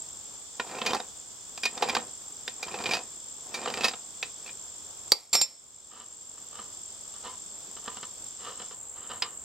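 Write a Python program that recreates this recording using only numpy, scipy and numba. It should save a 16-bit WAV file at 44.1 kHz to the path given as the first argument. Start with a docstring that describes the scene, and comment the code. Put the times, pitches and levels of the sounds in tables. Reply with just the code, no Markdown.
"""A pipe wrench is swung four times round a steel well pipe, a brief fifth drag following: noise bursts
through the clamped steel's resonances give the knocks, stick-slip impulses the rasp of the jaws.
It is dropped on a concrete slab, as coloured noise with decaying modes; then a loose fitting is turned
by hand, its threads rubbing as stick-slip friction until it clanks free. Crickets trill as pulsed tones
over noise bands of insects and open air. The gain ducks at loud peaks and creeps back."""
import sys
import numpy as np
from scipy import signal
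from scipy.fft import rfft, irfft, next_fast_len
from scipy.io import wavfile
from numba import njit

SR = 44100
rng = np.random.default_rng(int(sys.argv[2]) if len(sys.argv) > 2 else 0)


def wav_out(sig):
    """Save sig, one row per channel (or a flat mono array), as 16-bit PCM at SR to the path in sys.argv[1]."""
    wavfile.write(sys.argv[1], SR, np.round(np.clip(np.atleast_2d(sig).T, -1, 1) * 32767).astype(np.int16))


N = 416289
T = np.arange(N) / SR  # s

# resonances of the wrench clamped on the pipe: f/Hz, bandwidth/Hz, level/dB
CLAMPED_MODES = [(177, 10, -3.5), (238, 30, -0.5), (413, 26, 1.5), (497.4, 34, 7), (770, 120, 6.5),
                 (963, 59, 2.5), (1040, 49, 0), (1272, 120, -7), (1840, 42, -3), (2420, 73, -1.5),
                 (2620, 230, -12), (3120, 85, -13.5), (3695, 110, -11), (4770, 44, -11), (4820, 64, -5.5),
                 (6000, 46, -7), (6650, 160, -2.5)]
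# spectrum of the contact force between jaws and pipe: f/Hz, level/dB
CONTACT_SPECTRUM = [(30, -34), (90, -8), (200, 2.5), (500, 2.5), (1500, -1), (3000, -0.5), (5000, 0.5),
                    (7000, -10), (9500, -13.5), (12000, -19.5), (16000, -21)]
# resonances of the rubbing threads: f/Hz, bandwidth/Hz, level/dB
THREAD_MODES = [(79.4, 6.5, -11), (236, 66, -2.5), (484, 96, 2.5), (755, 85, -1.5), (1013, 220, -0.5),
                (1189, 82, 8), (1720, 46, -21), (1780, 27, -3), (2940, 290, 0.5), (3600, 36, -2),
                (4010, 59, -4), (4810, 130, -7)]
# resonances of the loose pipe: f/Hz, bandwidth/Hz, level/dB
PIPE_MODES = [(1011, 8.1, 0.5), (2134, 10.6, -1.5), (2914, 11, -1), (3680, 13, -5)]


def undb(db):
    """Amplitude ratio from decibels: 20 dB for each factor of ten."""
    return 10 ** (np.asarray(db) / 20)


def unit(x):
    """Normalisation to a root-mean-square of 1."""
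    return x / np.sqrt(np.mean(x ** 2))


def blow(x, db):
    """Energy scaling: the pulse carries as much energy as 10 ms at this level."""
    return x * undb(db) / np.sqrt(np.sum(x ** 2) / (.01 * SR))


def add(track, s, x):
    """Superposition: adds x to the track from s seconds on."""
    i = int(s * SR)
    track[i:i + len(x)] += x[:N - i]


def colour(x, points):
    """Minimum-phase filter through (f/Hz, level/dB) points, made causal by folding the cepstrum."""
    hz, db = np.transpose(points)
    size = next_fast_len(len(x) + 2048, True)
    size += size % 2
    grid_hz = np.arange(size // 2 + 1) * SR / size
    magnitude = undb(np.interp(np.log(grid_hz + 1), np.log(hz), db))
    cepstrum = irfft(np.log(magnitude))
    cepstrum[1:size // 2] *= 2
    cepstrum[size // 2 + 1:] = 0
    response = np.exp(rfft(cepstrum))
    return irfft(rfft(x, size) * response)[:len(x)]


def band(x, hz, kind):
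    """Third-order Butterworth filter: low-, high- or band-pass."""
    return signal.sosfilt(signal.butter(3, hz, kind, fs=SR, output="sos"), x)


def resonate(x, modes, direct_db):
    """Modal response: a force excites parallel resonances and is partly heard directly."""
    out = undb(direct_db) * x
    for hz, width, db in modes:
        b, a = signal.iirpeak(hz, hz / width, fs=SR)
        out = out + undb(db) * signal.lfilter(b, a, x)
    return out


def walk(rate):
    """Slow random modulation: Gaussian knots, rate per second, joined by lines, with a spread near 1."""
    knots = rng.standard_normal(4096)
    return 1.2 * np.interp(T * rate, np.arange(len(knots)), knots)


def slips(rate, spread_db):
    """Stick-slip friction: tiny releases of uneven size at random moments, rate per second."""
    sizes = undb(spread_db * np.minimum(rng.exponential(size=N), 4))
    released = rng.random(N) < rate / SR
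    return unit(released * sizes * rng.standard_normal(N))


def surround(points, trim_hz, flicker_db, flicker_rate):
    """Diffuse field: separate mid and side noises, each wavering; the side is slightly less below trim_hz."""
    mid, side = (colour(rng.standard_normal(N), points) * undb(flicker_db * walk(flicker_rate))
                 for _ in range(2))
    low_side = signal.sosfilt(signal.butter(1, trim_hz, fs=SR, output="sos"), side)
    side = side - 0.07 * low_side
    return unit(mid + 0.79 * side * np.array([[1], [-1]]))


def place(x, lag_us, pan_db):
    """Interaural localisation: the left channel lags by lag_us and is pan_db louder than the right."""
    size = next_fast_len(N + 64, True)
    delay = np.exp(-2j * np.pi * np.fft.rfftfreq(size, 1 / SR) * lag_us / 1e6)
    late = irfft(rfft(x, size) * delay, size)[:N]
    return np.array([late * undb(pan_db / 2), x * undb(-pan_db / 2)])


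def cricket(stroke_hz, pitch_hz, glide_hz, pulse_s, closing, scatter_db):
    """Stridulation: wings open and close, and each pass of the file sounds a short falling pulse."""
    cycle = np.cumsum(stroke_hz * (1 + 0.02766 * walk(14))) / SR
    out = 0
    for offset in (0, closing):  # in wing cycles
        age = ((cycle + offset) % 1 - .5) / stroke_hz / pulse_s  # in pulse widths
        hz = pitch_hz - glide_hz * np.clip(age, -2, 2) + 45 * walk(60)
        tone = np.sin(2 * np.pi * np.cumsum(hz) / SR)
        out = out + np.exp(-.5 * age ** 2) * tone * undb(scatter_db * walk(40))
    return unit(out)


def insects():
    """Incoherent sum: two near crickets over a wide chorus, and a lower buzz that sinks near the end."""
    # nearest cricket, which falters early on and then holds: t/s, level/dB
    near_level = [(0, -44.5), (.5, -53.5), (1.3, -55), (1.7, -46.5), (5, -47.5), (6.2, -44.5), (6.8, -46.5),
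                  (9.4, -46)]
    # spectrum of the distant crickets: f/Hz, relative spectral density/dB
    chorus_spectrum = [(5800, -25), (6600, -12.5), (7000, -4.5), (7250, 3.5), (7480, -9.5), (7750, 0),
                       (7890, -6), (8020, -0.5), (8250, -4), (8600, -13.5), (9200, -20), (9800, -39)]
    # spectrum of the lower insect buzz: f/Hz, relative spectral density/dB
    buzz_spectrum = [(2700, -13.5), (3200, -1), (3480, 4.5), (3800, -4.5), (4600, -1.5), (5300, 4),
                     (5700, 1), (6400, 5), (7500, -41), (9000, -43)]
    near = cricket(stroke_hz=23.5, pitch_hz=7510, glide_hz=70, pulse_s=.0021, closing=.44, scatter_db=2)
    other = cricket(stroke_hz=36.6, pitch_hz=7470, glide_hz=60, pulse_s=.002, closing=.5, scatter_db=4)
    chorus = surround(chorus_spectrum, trim_hz=500, flicker_db=1.0, flicker_rate=99)
    buzz = surround(buzz_spectrum, trim_hz=800, flicker_db=0.8, flicker_rate=60)
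    buzz_db = -53.0 - 10 * np.clip((T - 8.72) / 0.071, 0, 1)
    near = near * undb(np.interp(T, *np.transpose(near_level)))
    return (place(near, lag_us=23.2, pan_db=0.0) + other * undb(-51.5)
            + chorus * undb(-46.5) + buzz * undb(buzz_db))


def knocks(low_db=-8, middle_db=-7, high_db=-8, tail_db=-22, tail_s=0.029, rise_s=0.00078,
           ring_s=0.001, ring_db=-5, ring_db_per_ms=2.5, thinnest_hz=170):
    """Impact excitation: teeth crunch into the clamped steel, then the loose jaw rattles faintly."""
    # knocks on the pipe: t/s, middle-band level/dB before the offset middle_db,
    # low and high bands relative to it/dB before their offsets, ring f/Hz, contact decay/ms
    strikes = [(0.597, -21, 0, -14, 1430, 4.9), (0.8162, -24, -1, -26, 3270, 2.4),
               (0.8605, -16, -9, -4, 2460, 14), (0.9324, -23, 5, -4, 3520, 2.8),
               (0.9472, -30, 11, 5, 794, 5.2), (1.0, -30, 2.5, -6, 3720, 4.2),
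               (1.5755, -32.5, -4.5, 0, 1260, 3.9), (1.6329, -18, -14, -4.5, 2430, 8.2),
               (1.653, -14, -12, -5.5, 2470, 7.7), (1.7762, -31.5, -5, 0, 3600, 4),
               (1.8225, -17.5, 5, -6, 830, 11.6), (1.8862, -23, 1, -3, 2480, 5.9),
               (1.8943, -18.5, -15, -8, 2390, 6), (1.9493, -18.5, -8, -2.5, 1580, 4.4),
               (1.966, -23, 5.5, -13, 1220, 4), (2.4778, -24, -9.5, -3.5, 3580, 3.4),
               (2.6273, -22.5, -11.5, -4, 2402, 9.2), (2.7408, -28.5, 2.5, -12, 2455, 4.4),
               (2.857, -21, -8, -16, 2434, 3.7), (2.9108, -20, -18, -5.5, 2350, 18),
               (2.94, -19.5, -8.5, -3, 2523, 19), (3.5406, -22, -8, -2, 2347, 15),
               (3.6576, -28.5, 5, -14, 1170, 4), (3.6738, -26, 3.5, -24, 2870, 6.4),
               (3.842, -10.5, -8.5, -3.5, 2576, 14.6), (3.8818, -23, -12, 2, 4970, 3.9),
               (3.935, -32, 0, -24, 1260, 4.5), (4.227, -20, -12.5, -8, 2590, 3.6),
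               (4.4915, -35, -15, -15, 2410, 5.4), (9.2212, -19.5, -12.5, 0.5, 4990, 5.4)]
    out, t = np.zeros(N), T[:SR // 4]
    for s, db, low_rel, high_rel, hz, contact_ms in strikes:
        contact = np.exp(-t * 1000 / max(contact_ms, .5)) * (1 - np.exp(-t / rise_s))
        rattle = undb(tail_db) * np.exp(-t / tail_s)
        force = (contact + rattle) * rng.standard_normal(len(t))
        crunch = resonate(colour(force, CONTACT_SPECTRUM), CLAMPED_MODES, direct_db=-7)
        # the point of contact picks out one tone, which builds up during the contact and then dies away
        swell = signal.fftconvolve(contact, np.exp(-t / ring_s))[:len(t)]
        ring = swell * np.sin(2 * np.pi * hz * t)
        # a brief contact only clicks; a longer one lets the steel sing
        sing_db = ring_db + ring_db_per_ms * min(contact_ms - 5, 0)
        x = blow(crunch, 0) + blow(ring, sing_db)
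        x = signal.sosfilt(signal.butter(1, thinnest_hz, "high", fs=SR, output="sos"), x)
        # the knock is split into lows, middle and highs, each at its own level
        add(out, s, blow(band(x, 1700, "low"), db + low_rel + low_db))
        add(out, s, blow(band(x, [1700, 4000], "band"), db + middle_db))
        add(out, s, blow(band(x, 4000, "high"), db + high_rel + high_db))
    return out


def yard(x, db, t60):
    """Reverberation: faint, dull scatter from the rig, the ground and the trees, as decaying noise."""
    t = T[:SR // 2]
    envelope = np.exp(-np.log(1000) * t / t60) * (1 - np.exp(-t / 0.0015))
    tails = band(rng.standard_normal((2, len(t))), 4900, "low") * envelope
    return undb(db) * np.array([signal.fftconvolve(x, h / np.linalg.norm(h))[:N] for h in tails])


def skips(spread_db, per_s=38, decay_s=0.007, ring_s=0.012):
    """Intermittent slip: teeth jump unevenly over the steel, each jolt pinging an upper resonance."""
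    jolts, pings, t = np.zeros(N), np.zeros(N), T[:SR // 20]
    upper_hz = [hz for hz, _, _ in CLAMPED_MODES if 2300 < hz < 5000]
    chance = rng.random((int(2 * per_s * T[-1]), 3))
    times = np.cumsum(.5 + chance[:, 0]) / per_s
    for s, (_, force, spot) in zip(times[times < T[-1]], chance):
        size = undb(spread_db * (2 * force - 1))
        hz = upper_hz[int(spot ** 2 * len(upper_hz))]  # the lower ones answer more often
        add(jolts, s, size * np.exp(-t / decay_s))
        add(pings, s, size * np.exp(-t / ring_s) * np.sin(2 * np.pi * hz * t))
    return unit(jolts), unit(pings)


def scrapes(body_db=-3, body_jolt_db=-7, steady_teeth_db=-5, ping_db=-1, bite=1.68):
    """Stick-slip under rising pressure: jaws rumble in the pipe and teeth rasp until they let go."""
    # swings: jaws start to drag t/s, let go t/s, final pressure level/dB, rasp relative to it/dB
    swings = [(0.702, 0.948, -31.5, -4), (1.778, 1.973, -33, -4.5), (2.685, 2.938, -32, -0.5),
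              (3.57, 3.855, -32, -1.5), (4.443, 4.469, -50.5, 4)]
    pressure_rise_db = 8.5  # gained over one swing
    grip_db_per_s, let_go_db_per_s = 151, 188  # how fast the jaws take hold and lose it
    rubbing = colour(slips(rate=2500, spread_db=1.0), CONTACT_SPECTRUM)
    rubbing = resonate(rubbing, CLAMPED_MODES, direct_db=0.5)
    catching = colour(slips(rate=1700, spread_db=-1.5), CONTACT_SPECTRUM)
    catching = resonate(catching, CLAMPED_MODES, direct_db=-8.5)
    jolts, pings = skips(spread_db=2.5)
    body = unit(band(rubbing, 1600, "low") * (1 + undb(body_jolt_db) * jolts))
    rasp = unit(band(catching, 1700, "high")) * (undb(steady_teeth_db) + jolts)
    teeth = unit(rasp + undb(ping_db) * pings)
    out = np.zeros(N)
    for start, end, db, teeth_db in swings:
        progress = np.clip((T - start) / (end - start), 0, 1)
        push_db = pressure_rise_db * (progress - 1)
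        push_db -= grip_db_per_s * np.maximum(start - T, 0)
        push_db -= let_go_db_per_s * np.maximum(T - end, 0)
        push_db = np.maximum(push_db, -120)
        # the rasp follows the pressure more steeply than the rumble
        out += undb(db) * (body * undb(body_db + push_db) + teeth * undb(teeth_db + bite * push_db))
    return out


def dropped_wrench(tail_db=-34, tail_s=0.064, settles_s=5.435):
    """Modal impact: head, then bouncing handle chatter on concrete and ring, damped on lying flat."""
    # landings: t/s, crack level/dB, ring level/dB, most excited f/Hz, other modes relative level/dB,
    # chatter decay/ms, relative level of the slab's thud/dB
    landings = [(5.119, -6.5, -9.5, 4640, -21.5, 4, 2), (5.329, -11, -11, 7345, -9.5, 38, -2.5),
                (5.351, -10, -6, 5400, -21, 4, 1), (5.413, -13.5, -10.5, 7345, -11.5, 4, -5.5)]
    # modes of the free wrench: f/Hz, level/dB, t60/s
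    wrench_modes = [(2380, -9, 0.3), (2600, -5, 0.12), (3590, -4, 0.18), (4140, 1.5, 0.1),
                    (4624, -0.5, 0.15), (4712, 14, 0.041), (5390, -4.5, 0.5), (6100, -9, 0.16),
                    (7336, 6, 0.17), (8230, 4.5, 0.13), (12662, -10, 0.29), (14000, 1, 0.09)]
    # spectrum of steel striking concrete: f/Hz, level/dB
    crack_spectrum = [(40, -20), (200, -10), (450, -2.5), (750, 2), (1250, -2.5), (1700, -11), (2150, -1),
                      (2950, -9), (4500, 4), (6500, -2.5), (8000, -7), (14200, -11), (16000, -24)]
    cracks, rings, t = np.zeros(N), np.zeros(N), T[:SR // 2]
    onset = 1 - np.exp(-t / 0.0014)
    for s, crack_db, ring_db, main_hz, other_modes_db, chatter_ms, thud_db in landings:
        contact = np.exp(-t * 1000 / max(chatter_ms, .5)) + undb(tail_db) * np.exp(-t / tail_s)
        spectrum = [(hz, db + thud_db * (500 < hz < 1500)) for hz, db in crack_spectrum]
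        crack = colour(onset * contact * rng.standard_normal(len(t)), spectrum)
        add(cracks, s, blow(crack, crack_db))
        for hz, db, t60 in wrench_modes:
            # each landing strikes another spot and so favours another mode
            weight_db = db + other_modes_db * (abs(hz / main_hz - 1) > .06)
            # later landings feed the swing that is already there: the phase runs on
            swing = np.sin(2 * np.pi * hz * (t + int(s * SR) / SR))
            mode = swing * np.exp(-np.log(1000) * t / t60)
            add(rings, s, undb(ring_db + weight_db) * onset * mode)
    lying_flat = undb(-16 * np.clip((T - settles_s) / .04, 0, 1))
    return cracks + rings * lying_flat


def threads(uneven_db=2, catch_ring_db=-12, catch_rise_s=.002, catch_decay_s=.01):
    """Dry friction: threads rub at each twist, catch now and then, and set the loose pipe singing."""
    # twists of the hand: t/s, level/dB, time scale/ms, relative ring of the loose pipe/dB
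    twists = [(5.957, -43.5, 43, -13), (6.56, -49.5, 55, -8), (7.149, -55.5, 33, -12), (7.261, -40, 26, 1),
              (7.89, -48.5, 60, -10), (8.466, -43.5, 64, -31), (9.0, -49.5, 51, -12),
              (9.116, -41.5, 23.7, -7)]
    # threads catching with a tick: t/s, level/dB before the tick's rise and decay
    catches = [(6.374, -44.5), (6.589, -38), (7.765, -37), (7.877, -35), (7.967, -36.5), (8.029, -33.5),
               (8.596, -36), (8.62, -45), (8.71, -40)]
    force = band(slips(rate=4200, spread_db=2.0), 4650, "low") * undb(uneven_db * walk(90))
    rub, sing, t = np.zeros(N), np.zeros(N), T[:SR // 8]
    for s, db, scale_ms, ring_db in twists:
        age = np.clip((T - s) * 1000 / scale_ms, -4, 30)
        # the thread catches quickly and lets go slowly
        twist = undb(db) * np.exp(.5 * (1 - 1.6 * age - np.exp(-1.6 * age)))
        rub += twist
        sing += undb(ring_db) * twist
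    for s, db in catches:
        tick = undb(db) * np.exp(-t / catch_decay_s) * (1 - np.exp(-t / catch_rise_s))
        add(rub, s, tick)
        add(sing, s, undb(catch_ring_db) * tick)
    # rubbing is soft and reaches mainly the lowest mode of the pipe
    parts = ((force, rub, THREAD_MODES, -17), (band(force, 1060, "low"), sing, PIPE_MODES, -50))
    out = np.zeros(N)
    for drive, push, modes, direct_db in parts:
        steady_level = resonate(drive, modes, direct_db).std()
        out += resonate(drive * push, modes, direct_db) / steady_level
    return out


def fitting_free(free_s=9.2207, ring_db=-39.5, rub_db=-37.5, rub_s=0.042):
    """Free vibration: off its last thread, the pipe rings on while the thread ends graze each other."""
    out, t = np.zeros(N), T[:SR // 2]
    noise = band(rng.standard_normal(len(t)), 4200, "low")
    graze = unit(resonate(noise, THREAD_MODES, direct_db=-20))
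    ring = sum(undb(db) * np.sin(2 * np.pi * hz * t) * np.exp(-np.pi * width * t)
               for hz, width, db in PIPE_MODES)
    add(out, free_s, undb(rub_db) * graze * np.exp(-t / rub_s) + undb(ring_db) * ring)
    return out


def scene():
    """Superposition: steelwork just right of centre, its scatter from the yard, insects and open air."""
    # spectrum of the open air: f/Hz, relative spectral density/dB
    air_spectrum = [(25, -8), (50, -1), (85, 4.5), (150, 0), (400, 1), (800, -0.5), (1200, -2), (2100, -16),
                    (3200, -12), (6000, -25), (10200, -39), (11500, -14), (16000, -19.5)]
    steel = knocks() + scrapes() + dropped_wrench() + threads() + fitting_free()
    air = surround(air_spectrum, trim_hz=2500, flicker_db=.9, flicker_rate=12)
    direct = place(steel, lag_us=20, pan_db=-2.0)
    return direct + yard(steel, db=-17, t60=0.14) + insects() + air * undb(-55.5)


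@njit
def ducking(over_db, attack, recover_db):
    """Peak-following gain reduction in dB: quick rise to the excess level, steady fall."""
    out, cut = np.zeros(len(over_db)), 0.
    for i in range(len(over_db)):
        if over_db[i] > cut:
            cut += attack * (over_db[i] - cut)
        else:
            cut = max(cut - recover_db, 0.)
        out[i] = cut
    return out


def record(dry, threshold_db=-8, attack_s=0.00039, recover_db_per_s=8, top_hz=15850):
    """Dynamic compression: gain control by the louder channel, rounded peaks and a steep top cut."""
    over_db = 20 * np.log10(np.abs(dry).max(axis=0) + 1e-9) - threshold_db
    held = dry * undb(-ducking(over_db, 1 / (attack_s * SR), recover_db_per_s / SR))
    top_cut = signal.ellip(10, .2, 80, top_hz, fs=SR, output="sos")
    return signal.sosfilt(top_cut, np.tanh(held))


dry = scene()
out = record(dry)
wav_out(out)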